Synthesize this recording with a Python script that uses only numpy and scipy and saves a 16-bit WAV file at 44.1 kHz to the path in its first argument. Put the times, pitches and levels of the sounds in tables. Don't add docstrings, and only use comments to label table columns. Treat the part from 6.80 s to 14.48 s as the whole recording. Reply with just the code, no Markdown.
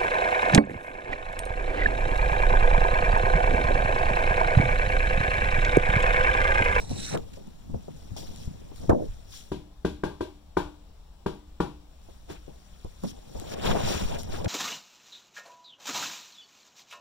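import sys
import numpy as np
from scipy import signal
from scipy.fft import rfft, irfft
from scipy.io import wavfile
from scipy.ndimage import uniform_filter1d

SR = 44100
rng = np.random.default_rng(int(sys.argv[2]) if len(sys.argv) > 2 else 0)


def dump(signal):
    limited = np.clip(np.atleast_2d(signal).T, -1, 1)
    pcm = np.round(limited * 32767).astype(np.int16)
    wavfile.write(sys.argv[1], SR, pcm)


def volts_from_decibels(level):
    exponent = np.asarray(level, float) / 20
    return 10 ** exponent


N = 338688
BETWEEN_PORTS = np.array([[1], [-1]])

# start_s, blow_db, sole_db, edge_db, thump_db
HEEL_TAPS = [
    (2.717, -18.5, -9.5, -25, -4),
    (3.048, -13.5, -10, -15.5, -4.5),
    (3.235, -15, -4, -19, -6.5),
    (3.407, -17.5, -7.5, -23, -47),
    (3.769, -12, -2, -9.5, -11),
    (4.461, -16.5, -5.5, -15.5, -4.5),
    (4.802, -14, -3, -10, -4),
    (5.499, -31, -9, -21, -37),
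]
RIM_LEVELS = [-24, -16, -10, -16, -16, -17, -21.5, -13]
# pitch_hz, level_db, t60_s
THUMP_MODES = [(186, -3.5, 0.038), (250, -9.5, 0.025)]
# pitch_hz, level_db, t60_s
BRICK_MODES = [(335, 6, 0.044), (401, 0, 0.05), (630, -6, .06), (460, -9.5, 0.15)]
# pitch_hz, level_db, t60_s
SOLE_MODES = [(710, -7.5, 0.053), (817, -8, 0.1), (926, -0.5, 0.035), (999, -3, 0.043), (1168, -3, 0.026)]
# pitch_hz, level_db, t60_s
EDGE_MODES = [(1326, -13, .03), (1440, -5, 0.036), (1774, -9, 0.023), (2324, -14, .025)]
# pitch_hz, level_db, t60_s
RIM_MODES = [(1594, 3.5, 0.049), (2000, -16, .03), (2280, -11.5, 0.051)]
# pitch_hz, level_db, t60_s
GROUND_MODES = [(68, 0, 0.14)]
# pitch_hz, level_db, t60_s
LOOSE_MODES = [(297, 0, .8), (311, -5, .5)]
# delay_s, level_db
BOUNCES = [
    (0, 0),
    (.0105, -15),
]
# frequency_hz, density_db (per Hz)
GRIT_COLOUR = [(1060, -30), (1800, -12), (2460, -0.5), (3480, 1.5), (5540, -8), (6650, -10), (7560, -13),
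               (8360, -14), (16000, -24.5)]
# frequency_hz, t60_s
YARD_DECAY = [(120, 0.45), (330, 0.24), (870, 0.33), (2300, 0.27), (6000, 0.69), (12000, 0.29)]
# frequency_hz, likeness (0-1)
YARD_SAME = [(100, 0.93), (400, 0.67), (1000, 0.86), (3000, 0.32), (10000, 0.48)]
# frequency_hz, density_db (per Hz)
YARD_COLOUR = [(20, 0), (20000, 0.0087)]

# start_s, level_db, pitch_hz, cycles to die, way (push +1, pull -1)
CASE_KNOCKS = [(0.093, -22, 45, 1.7, -1), (0.109, -21.5, 236, 2.7, 1), (0.116, -15.5, 218, 1.3, 1),
               (0.129, -25.5, 132, 4.4, 1), (0.339, -38, 447, 6.4, 1), (0.345, -26.5, 465, 45, -1),
               (2.083, -14, 111, 2.2, -1), (2.0944, -5.5, 570, 2.5, 1), (2.0976, -2.5, 406, 2.4, 1),
               (2.098, -5.5, 930, 3, 1), (2.0998, -13.5, 250, 0.86, -1), (2.112, -17, 200, 3.4, 1),
               (2.117, -7, 535, 2.7, 1), (2.1264, -4, 113, 0.97, -1), (2.131, -0.5, 263, 1.56, 1),
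               (2.148, -20, 576, 16, 1), (2.204, -33, 524, 17, 1), (2.22, -31, 563, 24, -1),
               (2.287, -21, 35.5, 2.3, -1), (6.047, -19.5, 133, 1.1, -1), (6.236, -18, 167, 1.5, -1),
               (6.248, -30, 187, 4.7, -1), (7.152, -17, 68, 2.4, 1), (7.224, -19, 34.3, 3, 1),
               (0.902, -29, 111, 2.3, 1), (.932, -30, 171, 2.3, 1), (0.9372, -20, 150, 1.7, 1),
               (0.95, -21, 55.6, 2.5, 1), (0.965, -30, 89, 3.8, 1), (1.318, -17.5, 94, 1.9, 1),
               (1.6758, -11.5, 118, 1.15, 1), (2.03, -22, 150, 1.6, 1), (5.6798, -25.5, 407, 3.4, -1),
               (5.692, -33, 150, 2.2, -1), (6.549, -21.5, 32, 2, -1), (6.853, -25, 710, 3.4, 1),
               (6.915, -16, 800, 2.6, 1), (6.952, -10, 660, 4, 1), (7.658, -20, 95, 11, -1)]
# frequency_hz, level_db
TWIST = [(40, -18), (110, -4), (250, 1.5), (580, 2), (900, -11)]
# start_s, level_db, length_s, first_top_hz, last_top_hz
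PALM_SLIDES = [
    (2.096, -16, 0.11, 1850, 250),
    (2.135, -22.5, 0.16, 650, 500),
    (2.18, -28, 0.13, 900, 310),
    (9.9, -42, 0.06, 540, 470),
    (7.3, -46, .04, 760, 400),
    (0.57, -38, 0.059, 920, 500),
]
# frequency_hz, density_db (per Hz)
SLIDE_COLOUR = [(90, -28), (240, -6), (400, 8), (650, 0.5), (5000, -17.5)]
# frequency_hz, likeness (0-1)
SLIDE_SAME = [(90, 0.69), (400, 1), (900, 0.23)]
# frequency_hz, left lead (radians)
SLIDE_TURN = [(90, -12.5), (400, -1), (1200, -6)]
# start_s (peak), level_db, rise_s, fall_s
ARM_SWINGS = [(.108, -34, 0.048, 0.12), (.428, -42, 0.13, 0.075), (.946, -33, 0.1, 0.084),
              (1.322, -41.5, 0.059, 0.095), (1.5, -46, 0.37, 0.074), (1.675, -39, 0.043, 0.086),
              (2.0, -41.5, 0.2, 0.36), (2.1, -15, 0.018, 0.036), (2.31, -36, 0.24, 0.077),
              (5.51, -57, 0.085, 0.036), (6.05, -39.5, 0.011, 0.085), (6.57, -36, 0.034, 0.1),
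              (6.86, -31.5, 0.13, 0.58), (7.24, -35.5, 0.2, 0.14), (7.6, -45, 0.25, 0.067)]
# start_s (peak), squeeze_db, rise_s, fall_s, rub_db (over the squeeze)
FINGER_SHIFTS = [(.001, -55, .05, 0.24, 4.5), (.108, -37, 0.033, 0.34, -10), (.35, -30, 0.061, 0.092, -4),
                 (.566, -52, 0.88, 0.049, -19), (.68, -45.5, 0.078, 0.046, -13),
                 (.946, -35, 0.11, 0.099, -19), (1.086, -46, 0.016, 0.15, -30),
                 (1.322, -42.5, 0.022, 0.062, -32), (1.388, -52, 0.032, 0.099, 1.5),
                 (1.5, -53, 0.25, 0.11, -20), (1.676, -42.5, 0.035, 0.12, -31),
                 (2.036, -38.5, 0.074, 0.087, -9.5), (2.102, -24, 0.023, 0.093, -11),
                 (2.215, -42, 0.085, 0.11, -10), (5.505, -46, 0.033, 0.082, 3),
                 (5.686, -49.5, 0.019, 0.077, -0.5), (6.24, -33, 0.022, 0.13, -15.5),
                 (6.56, -52, 0.023, 0.81, 4.5), (6.74, -46, 0.081, 0.038, 6),
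                 (6.86, -31.5, 0.083, 0.3, -0.5), (6.915, -32.5, 0.095, .04, 0.5),
                 (6.955, -35, 0.0067, 0.14, -2.5), (7.13, -38, 0.84, 0.23, 0.5),
                 (7.22, -38.5, 0.071, 0.059, -1), (7.35, -46.5, 0.24, 0.14, 7), (7.55, -52, 0.22, 1, 8),
                 (7.68, -30, 0.079, .1, -12.5)]
# start_s, level_db
UNREST = [(0, -43), (.5, -51.5), (.85, -57), (1.5, -46.5), (2.05, -54), (2.68, -58), (2.74, -93),
          (5.15, -104), (5.22, -62), (6.4, -70.5), (6.6, -54), (7.68, -39.5)]
# start_s, level_db, pitch_hz, pan_db (left over right)
CASE_BUMPS = [(0.107, -49, 143, -17), (0.344, -49, 457, 2), (0.899, -48, 116, 0), (0.942, -49.5, 166, 30),
              (1.08, -38.5, 243, -0.5), (1.363, -37.5, 105, 3), (1.429, -46, 105, 11),
              (1.487, -51, 102, -6), (1.675, -59, 103, -5), (1.915, -43, 500, 4), (2.094, -20.5, 300, -15),
              (2.128, -25, 150, -4), (5.286, -45, 506, -2.5), (5.682, -52, 300, 7), (6.047, -36, 310, -5),
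              (6.236, -29.5, 296, -8), (6.551, -36, 104, -1), (6.953, -25, 620, -2),
              (7.643, -29.5, 105, -1)]
# frequency_hz, density_db (per Hz)
SWAY_COLOUR = [(15, 8.5), (30, -3.5), (60, -4.5), (100, -1.5), (160, -68)]
# frequency_hz, density_db (per Hz)
SQUEEZE_COLOUR = [(60, -22), (100, 7.5), (180, 12.5), (330, 3), (500, -59)]
# frequency_hz, density_db (per Hz)
RUB_COLOUR = [(220, -18), (380, -1), (700, -6), (1000, -11.5), (1250, -19), (1600, -17.5), (3000, -78)]
# frequency_hz, density_db (per Hz)
RATTLE_COLOUR = [(60, -31), (150, 2), (500, 10.0), (900, -2.5), (1400, -21), (3000, -78)]
# frequency_hz, likeness (0-1)
CASE_SAME = [(30, 1), (100, 0.86), (300, 0.76), (800, 0.68), (1500, 1)]
# frequency_hz, left lead (radians)
CASE_TURN = [(30, 1.73), (80, -0.5), (260, -2.5), (600, -3), (1200, -6)]

# start_s (peak), rustle_db, rise_s, fall_s, scrape_db (over the rustle)
SLEEVE_STROKES = [
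    (.001, -47, .05, 0.14, -20),
    (.11, -44.5, 0.028, 0.06, -20),
    (.25, -39, 0.26, 0.28, -15.5),
    (.2, -44.5, 0.063, .05, -12),
    (.29, -43.5, 0.026, 0.091, -4),
    (.335, -48.5, 0.13, 0.026, -6),
    (.35, -45.5, 0.095, 0.05, 4),
]
# start_s (peak), rustle_db, rise_s, fall_s, scrape_db (over the rustle)
LEG_STROKES = [(.375, -46.5, 0.0032, 0.0054, 12.5), (.382, -60, .006, 0.065, 0),
               (.535, -52.5, 0.004, 0.023, -1.5), (.56, -60, .03, .06, -6), (1.2, -66, 0.33, 0.22, -8),
               (1.366, -45.5, 0.005, 0.2, -12.5), (1.64, -56.5, 0.62, 0.093, -8),
               (1.98, -56.5, 0.093, 0.34, -9), (2.534, -50.5, 0.082, 0.25, -8.5),
               (2.568, -49, 0.085, 0.12, -19), (2.71, -67, 0.085, .05, -9), (5.34, -67.5, 0.46, 0.19, -4),
               (5.509, -51.5, 0.039, 0.1, 2), (6.237, -52.5, 0.0067, 0.13, -3),
               (6.31, -48.5, 0.14, 0.019, -16), (6.6, -55.5, 0.26, 0.18, -14),
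               (6.741, -47.5, 0.2, 0.013, 0), (6.86, -38.5, 0.067, 0.18, 1.5),
               (6.92, -44, 0.25, 0.045, 7.5), (6.953, -50, 0.0055, 0.4, 7.5), (7.1, -37, 0.23, 0.38, -1.5),
               (7.35, -50, 0.11, 0.058, 6.5), (7.389, -44.5, 0.0068, 0.088, -16),
               (7.551, -47, 0.14, 0.17, 0.5), (7.646, -41.5, 0.005, 0.011, 4),
               (7.659, -52, 0.009, 0.0058, 16.5)]
# start_s, level_db
SWISH = [(0, -63), (.35, -53), (.37, -65), (.72, -70.5), (1.7, -65), (2.16, -72), (2.25, -64), (2.7, -74.5),
         (2.76, -100), (5.05, -100), (5.12, -80), (5.63, -69.5), (6.45, -65.5), (7.68, -81)]
# start_s, level_db, pan_db (left over right)
TICKS = [(0.0554, -53, 0), (0.0944, -29, 11), (.1775, -47, 0), (0.373, -30, -4), (.4559, -50, 4),
         (0.673, -39, 1), (0.5323, -40, -9), (.536, -42, -5), (1.366, -47, 8), (1.561, -26.5, 4),
         (1.656, -36, 5), (1.96, -35, 7), (2.095, -24.5, 15), (2.102, -26, -7), (4.52, -53, 2),
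         (4.551, -52, 2), (4.596, -51, 2), (5.504, -39, 4), (6.0475, -41, -15), (6.237, -29, -13),
         (6.5986, -29, 21), (6.791, -39, 8), (6.816, -38, 2), (6.9499, -32, 3), (7.3476, -27, -6),
         (7.3855, -29, -2), (7.3884, -49, 8), (7.392, -37, 5), (7.418, -33.5, 16), (7.433, -28, 8),
         (7.5485, -33, 0), (7.5333, -49, 7), (7.5614, -45, 6), (7.616, -41, -1), (7.644, -45, -7)]
# frequency_hz, density_db (per Hz)
SLEEVE_COLOUR = [(800, -30), (1400, -14), (2400, -18), (3300, -19), (3950, 2), (4700, -14), (5700, 0),
                 (6800, -10), (7800, -5), (8600, -14), (9500, -14), (10800, -18), (12500, -20),
                 (13600, -17), (16000, -21)]
# frequency_hz, density_db (per Hz)
LEGS_COLOUR = [(800, -41), (1100, -4), (2200, -13), (3400, 3.5), (4900, 3.5), (5700, 6), (6700, -3),
               (9000, -15), (12400, -22), (13700, -17.5), (16000, -21)]
# frequency_hz, likeness (0-1)
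SLEEVE_SAME = [(1000, 0.51), (3000, 0.54), (5700, 0.7), (10000, 0.12), (15000, 0.15)]
# frequency_hz, likeness (0-1)
LEGS_SAME = [(1000, .4), (3500, .6), (5700, .75), (7500, .5), (10000, .35), (15000, .2)]
# frequency_hz, shade_db (left over right), left lead (radians)
FROM_PATH = [(150, 2, 0), (450, 3, .3), (800, 7, 1.2), (1100, 6, 3.3), (1450, 8, 5), (1750, 5, 6.4),
             (5000, 3.5, 6.4), (9500, 4, 6.4), (11500, 0, 6.4), (13500, 7, 6.4)]
FROM_SLEEVE = [(700, -2, -.6), (1400, -10, -1), (2700, -12, -1), (3900, 0, .7), (5700, -2, 3.8),
               (6600, 6, 6), (7800, -2, 8.2), (9200, -12, 12.1), (12000, -4, 19.5), (15000, -1, 27)]
FROM_LEGS = [(1000, 4, 0), (2500, 1.5, 0), (4800, 4.5, 0), (9000, 3, 0), (12000, 0, 0), (13600, 6.5, 0)]
# frequency_hz, density_db (per Hz)
STREET_COLOUR = [(15, -4.5), (32, -3), (62, -1.5), (95, -26), (170, -16.5), (300, -28.5), (800, -26),
                 (2000, -41.5), (3600, -36.5), (4700, -41), (5700, -39), (6600, -46.5), (7500, -41.5),
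                 (8500, -46.5), (12500, -51.5), (16000, -45.5)]
# frequency_hz, likeness (0-1)
STREET_SAME = [(50, 0.99), (200, 0.67), (800, 0.61), (3000, 0.15), (10000, 0.37)]


def heels():
    free_s, damp_db_per_s, damp_db = .012, 2000, 9
    ground_rise_s, bounce_spread = .012, 4
    loose_db = -24
    grit_db, grit_per_db = -33, 0.96
    t, out = np.arange(SR * 2 // 5) / SR, np.zeros((2, N))
    detune = rng.normal(1, 0.01, (len(HEEL_TAPS), 5))
    grit = noise(GRIT_COLOUR, YARD_SAME, size=256, count=len(t) * len(HEEL_TAPS))
    grit = grit.reshape(2, len(HEEL_TAPS), -1)
    damping = volts_from_decibels(-np.minimum(damp_db_per_s * np.maximum(t - free_s, 0), damp_db))
    scatter = (1 - np.exp(-t / 0.0015)) * (volts_from_decibels(-60 * t / 0.47) + volts_from_decibels(1.5 - 60 * t / 0.22))
    fade = np.hanning(2 * len(t))[len(t):] ** .3
    for k, (s, db, sole_db, edge_db, thump_db) in enumerate(HEEL_TAPS):
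        d = detune[k]
        blow = ring(BRICK_MODES, t, d)
        blow += volts_from_decibels(sole_db) * ring(SOLE_MODES, t, d)
        blow += volts_from_decibels(edge_db) * ring(EDGE_MODES, t, d)
        blow += volts_from_decibels(RIM_LEVELS[k]) * ring(RIM_MODES, t, d)
        blow += volts_from_decibels(thump_db) * ring(THUMP_MODES, t, d)
        blow += volts_from_decibels(-8) * ring(GROUND_MODES, t, d) * np.minimum(t / ground_rise_s, 1)
        blow *= (1 - np.exp(-t / 0.00084)) * damping
        knock = np.zeros(len(t))
        for j, (delay, bounce_db) in enumerate(BOUNCES):
            add(knock, delay * d[j] ** (bounce_spread * j / 2), -volts_from_decibels(db + bounce_db) * blow)
        add(out, s - .001, knock[None])
        echo = signal.fftconvolve(blow[None], yard(), axes=1)
        add(out, s - .001, volts_from_decibels(db - 1.9) * echo)
        add(out, s, volts_from_decibels(db + loose_db) * ring(LOOSE_MODES, t, d ** .1) * fade)
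        add(out, s, volts_from_decibels(grit_db + grit_per_db * db) * scatter * grit[:, k])
    return out


def ring(modes, t, detune):
    x = np.zeros(len(t))
    for k, (hz, db, t60) in enumerate(modes):
        x += (-1) ** k * volts_from_decibels(db - 60 * t / t60) * np.sin(2 * np.pi * hz * detune[k] * t)
    return x / abs(x).max()


def yard():
    tail = noise(YARD_COLOUR, YARD_SAME, size=256, count=SR // 2)
    hz, t, z = signal.stft(tail, SR, nperseg=256)
    tail = signal.istft(z * volts_from_decibels(-60 * t / read(YARD_DECAY, hz)[:, None]), SR, nperseg=256)[1]
    tail = tail * np.clip(np.arange(tail.shape[1]) / SR / 0.00048 - .5, 0, 1)
    return tail / np.linalg.norm(tail[0])


def knocks_in_case():
    t, out = np.arange(SR // 8) / SR, np.zeros((2, N))
    for s, db, hz, cycles, way in CASE_KNOCKS:
        late = left_follows(t, hz, 5.5)
        swing = np.sin(2 * np.pi * hz * late) * volts_from_decibels(db - 3.5 - 60 * late * hz / (2 * cycles))
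        swing *= 1 - np.exp(-9 * late * hz)
        twist = volts_from_decibels(read(TWIST, hz)) * swing[1] * BETWEEN_PORTS
        add(out, s, way * (swing + twist) * volts_from_decibels(-.7 * BETWEEN_PORTS))
    return out


def slides():
    fade_db, edge_db_per_octave = -8.5, -51
    out = np.zeros((2, N))
    for s, db, length, first_hz, last_hz in PALM_SLIDES:
        scrape = noise(SLIDE_COLOUR, SLIDE_SAME, SLIDE_TURN, size=256, count=SR // 4, flicker_db=2.5)
        hz, t, z = signal.stft(scrape, SR, nperseg=256, noverlap=192)
        top_hz = last_hz + (first_hz - last_hz) * np.exp(-2.5 * t / length)
        over = np.maximum(np.log2((hz[:, None] + 1) / top_hz), 0)
        scrape = signal.istft(z * volts_from_decibels(edge_db_per_octave * over), SR, nperseg=256, noverlap=192)[1]
        u = np.arange(scrape.shape[1]) / SR / length
        fade = volts_from_decibels(db + fade_db * np.sqrt(u) - 34 * u ** 6) * np.minimum(u * 12, 1)
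        add(out, s, fade * scrape)
    return out


def grip():
    unrest = follow(UNREST)
    squeeze, rubbing = strokes(FINGER_SHIFTS)
    squeeze = np.hypot(squeeze, volts_from_decibels(-5) * unrest)
    rubbing = np.hypot(rubbing, volts_from_decibels(-12) * unrest)
    swing = np.hypot(strokes(ARM_SWINGS)[0], unrest)
    out = volts_from_decibels(4.5) * swing * noise(SWAY_COLOUR, CASE_SAME, CASE_TURN, size=4096)
    out += volts_from_decibels(3.5) * squeeze * noise(SQUEEZE_COLOUR, CASE_SAME, CASE_TURN, flicker_db=3.5)
    rub = noise(RUB_COLOUR, CASE_SAME, CASE_TURN, size=512, patchy_db=2.5, flicker_db=2.5)
    bright_db = .6 * (np.minimum(20 * np.log10(rubbing), -28) + 30) - 4
    out += volts_from_decibels(5.5) * rubbing * (band(rub, 187, 933) + volts_from_decibels(bright_db) * band(rub, 690, 2800))
    bumps(out)
    return out


def bumps(out):
    rattle_db, rattle_t60_s = -3.5, .08
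    t = np.arange(SR // 4) / SR
    rattle = noise(RATTLE_COLOUR, CASE_SAME, CASE_TURN, size=512, count=len(t) * len(CASE_BUMPS))
    for (s, db, hz, pan_db), shake in zip(CASE_BUMPS, np.split(rattle, len(CASE_BUMPS), axis=1)):
        late = left_follows(t, hz, 6)
        push = np.sin(2 * np.pi * hz * late) * volts_from_decibels(-60 * late * hz / 1.15)
        sound = push + volts_from_decibels(rattle_db - 60 * t / rattle_t60_s) * shake
        sound *= 1 - np.exp(-t / 0.00097)
        add(out, s, volts_from_decibels(db + 7 + pan_db / 2 * BETWEEN_PORTS) * sound)


def clothes():
    sleeve_ends_s, sleeve_lift_s = .365, .008
    sleeve_sheen_db, legs_sheen_db, sheen_per_db = -15.5, -7, -0.15
    swish, cut = follow(SWISH), round(sleeve_ends_s * SR)
    touch = np.clip((sleeve_ends_s - np.arange(N) / SR) / sleeve_lift_s, 0, 1)
    rustle, drag = np.hypot(touch * np.array(strokes(SLEEVE_STROKES)), strokes(LEG_STROKES))
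    rustle, drag = np.hypot(rustle, swish), np.hypot(drag, volts_from_decibels(-2) * swish)
    grain = volts_from_decibels(1.5 * evened(uniform_filter1d(rng.standard_normal(N), size=120)))
    parts = []
    for colour, same, way, n in ((SLEEVE_COLOUR, SLEEVE_SAME, FROM_SLEEVE, cut),
                                 (LEGS_COLOUR, LEGS_SAME, FROM_LEGS, N - cut)):
        hiss = ports(noise(colour, same, size=256, count=n, patchy_db=2.3, flicker_db=1.0), way)
        parts.append([band(hiss, 2600, 8400), band(hiss, 8400, 17000), band(hiss, 950, 2600)])
    body, sheen, scrape = np.concatenate(parts, axis=2)
    sheen_db = np.where(np.arange(N) < cut, sleeve_sheen_db, legs_sheen_db)
    sheen_db = sheen_db + sheen_per_db * (20 * np.log10(rustle) + 40)
    out = rustle * (body + volts_from_decibels(sheen_db) * sheen) + volts_from_decibels(0.5) * drag * evened(grain * scrape)
    out = volts_from_decibels(0.5) * out
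    ticks(out)
    return out


def ticks(out):
    t = np.arange(300) / SR
    snaps = band(rng.standard_normal((len(TICKS), 300)), 1700, 11300)
    for (s, db, pan_db), snap in zip(TICKS, snaps):
        tick = snap * volts_from_decibels(-60 * t / 0.0013) * (1 - np.exp(-t / 0.00016))
        add(out, s, volts_from_decibels(db + 4.0 + pan_db / 2 * BETWEEN_PORTS) * tick)


def street():
    hum = noise(STREET_COLOUR, STREET_SAME, size=2048, patchy_db=1.3, flicker_db=.5)
    return volts_from_decibels(-54.5 + 6.0) * hum


def ports(x, way):
    hz, (f, shade_db, turn) = np.fft.rfftfreq(x.shape[1], 1 / SR), np.transpose(way)
    right = rfft(x[1]) * volts_from_decibels(-np.interp(hz, f, shade_db)) * np.exp(-1j * np.interp(hz, f, turn))
    return np.array([x[0], irfft(right, x.shape[1])])


def left_follows(t, hz, divisor):
    shift = np.array([[read(CASE_TURN, hz) / (divisor * np.pi * hz)], [0]])
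    return np.maximum(t + shift, 0)


def noise(colour, same, turn=((1, 0), (2, 0)), size=1024, count=N, patchy_db=0., flicker_db=0.):
    hop = size // 4
    frames, hz = count // hop + 5, np.fft.rfftfreq(size, 1 / SR)
    a, b, c, d, patches = rng.standard_normal((frames, len(hz), 5), dtype=np.float32).T
    flicker = evened(patches[0])
    patches = uniform_filter1d(uniform_filter1d(patches, size=8, axis=0), size=8, axis=1)
    like = np.clip(read(same, hz), -1, 1)[:, None]
    right = a + 1j * b
    left = like * right * np.exp(1j * read(turn, hz))[:, None] + np.sqrt(1 - like ** 2) * (c + 1j * d)
    level_db = read(colour, hz)[:, None] + patchy_db * evened(patches) + flicker_db * flicker
    z = np.array([left, right]) * volts_from_decibels(level_db)
    return evened(signal.istft(z, nperseg=size, noverlap=size - hop)[1][:, :count])


def strokes(rows):
    drop_db, roundness = 28, 1.152
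    t, power = np.arange(0, N + 64, 32) / SR, 0
    for s, db, rise, fall, *extra_db in rows:
        away = np.where(t < s, (s - t) / rise, (t - s) / fall)
        power = power + volts_from_decibels(db - drop_db * away ** roundness + np.array([0, *extra_db])[:, None]) ** 2
    return [np.interp(np.arange(N) / SR, t, np.sqrt(p)) for p in power]


def follow(curve):
    s, db = np.transpose(curve)
    return volts_from_decibels(np.interp(np.arange(N) / SR, s, db))


def band(x, lo_hz, hi_hz):
    return evened(signal.sosfilt(signal.butter(4, [lo_hz, hi_hz], "band", fs=SR, output="sos"), x))


def evened(x):
    return x / np.sqrt(np.mean(x ** 2) + 1e-20)


def read(points, hz):
    f, value = np.transpose(points)
    return np.interp(np.log(hz + 1), np.log(f + 1), value)


def add(mix, s, sound):
    part = mix[..., round(s * SR):][..., :sound.shape[-1]]
    part += sound[..., :part.shape[-1]]


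def scene():
    air = ports(heels() + street(), FROM_PATH) + clothes()
    air[0] = np.roll(air[0], 24)
    return air + knocks_in_case() + slides() + grip() * volts_from_decibels(.8 * BETWEEN_PORTS)


def band_limit(x):
    return signal.sosfilt(signal.butter(12, 16240, fs=SR, output="sos"), x)


def record(dry):
    ceiling, edge_hz = .69, 15900
    dry = dry / (1 + (abs(dry) / ceiling) ** 6) ** (1 / 6)
    lowpass = signal.firwin(401, edge_hz, window=("kaiser", 9), fs=SR)
    mix = signal.oaconvolve(dry, lowpass[None], "same")
    return band_limit(mix)


dry = scene()
out = record(dry)
dump(out)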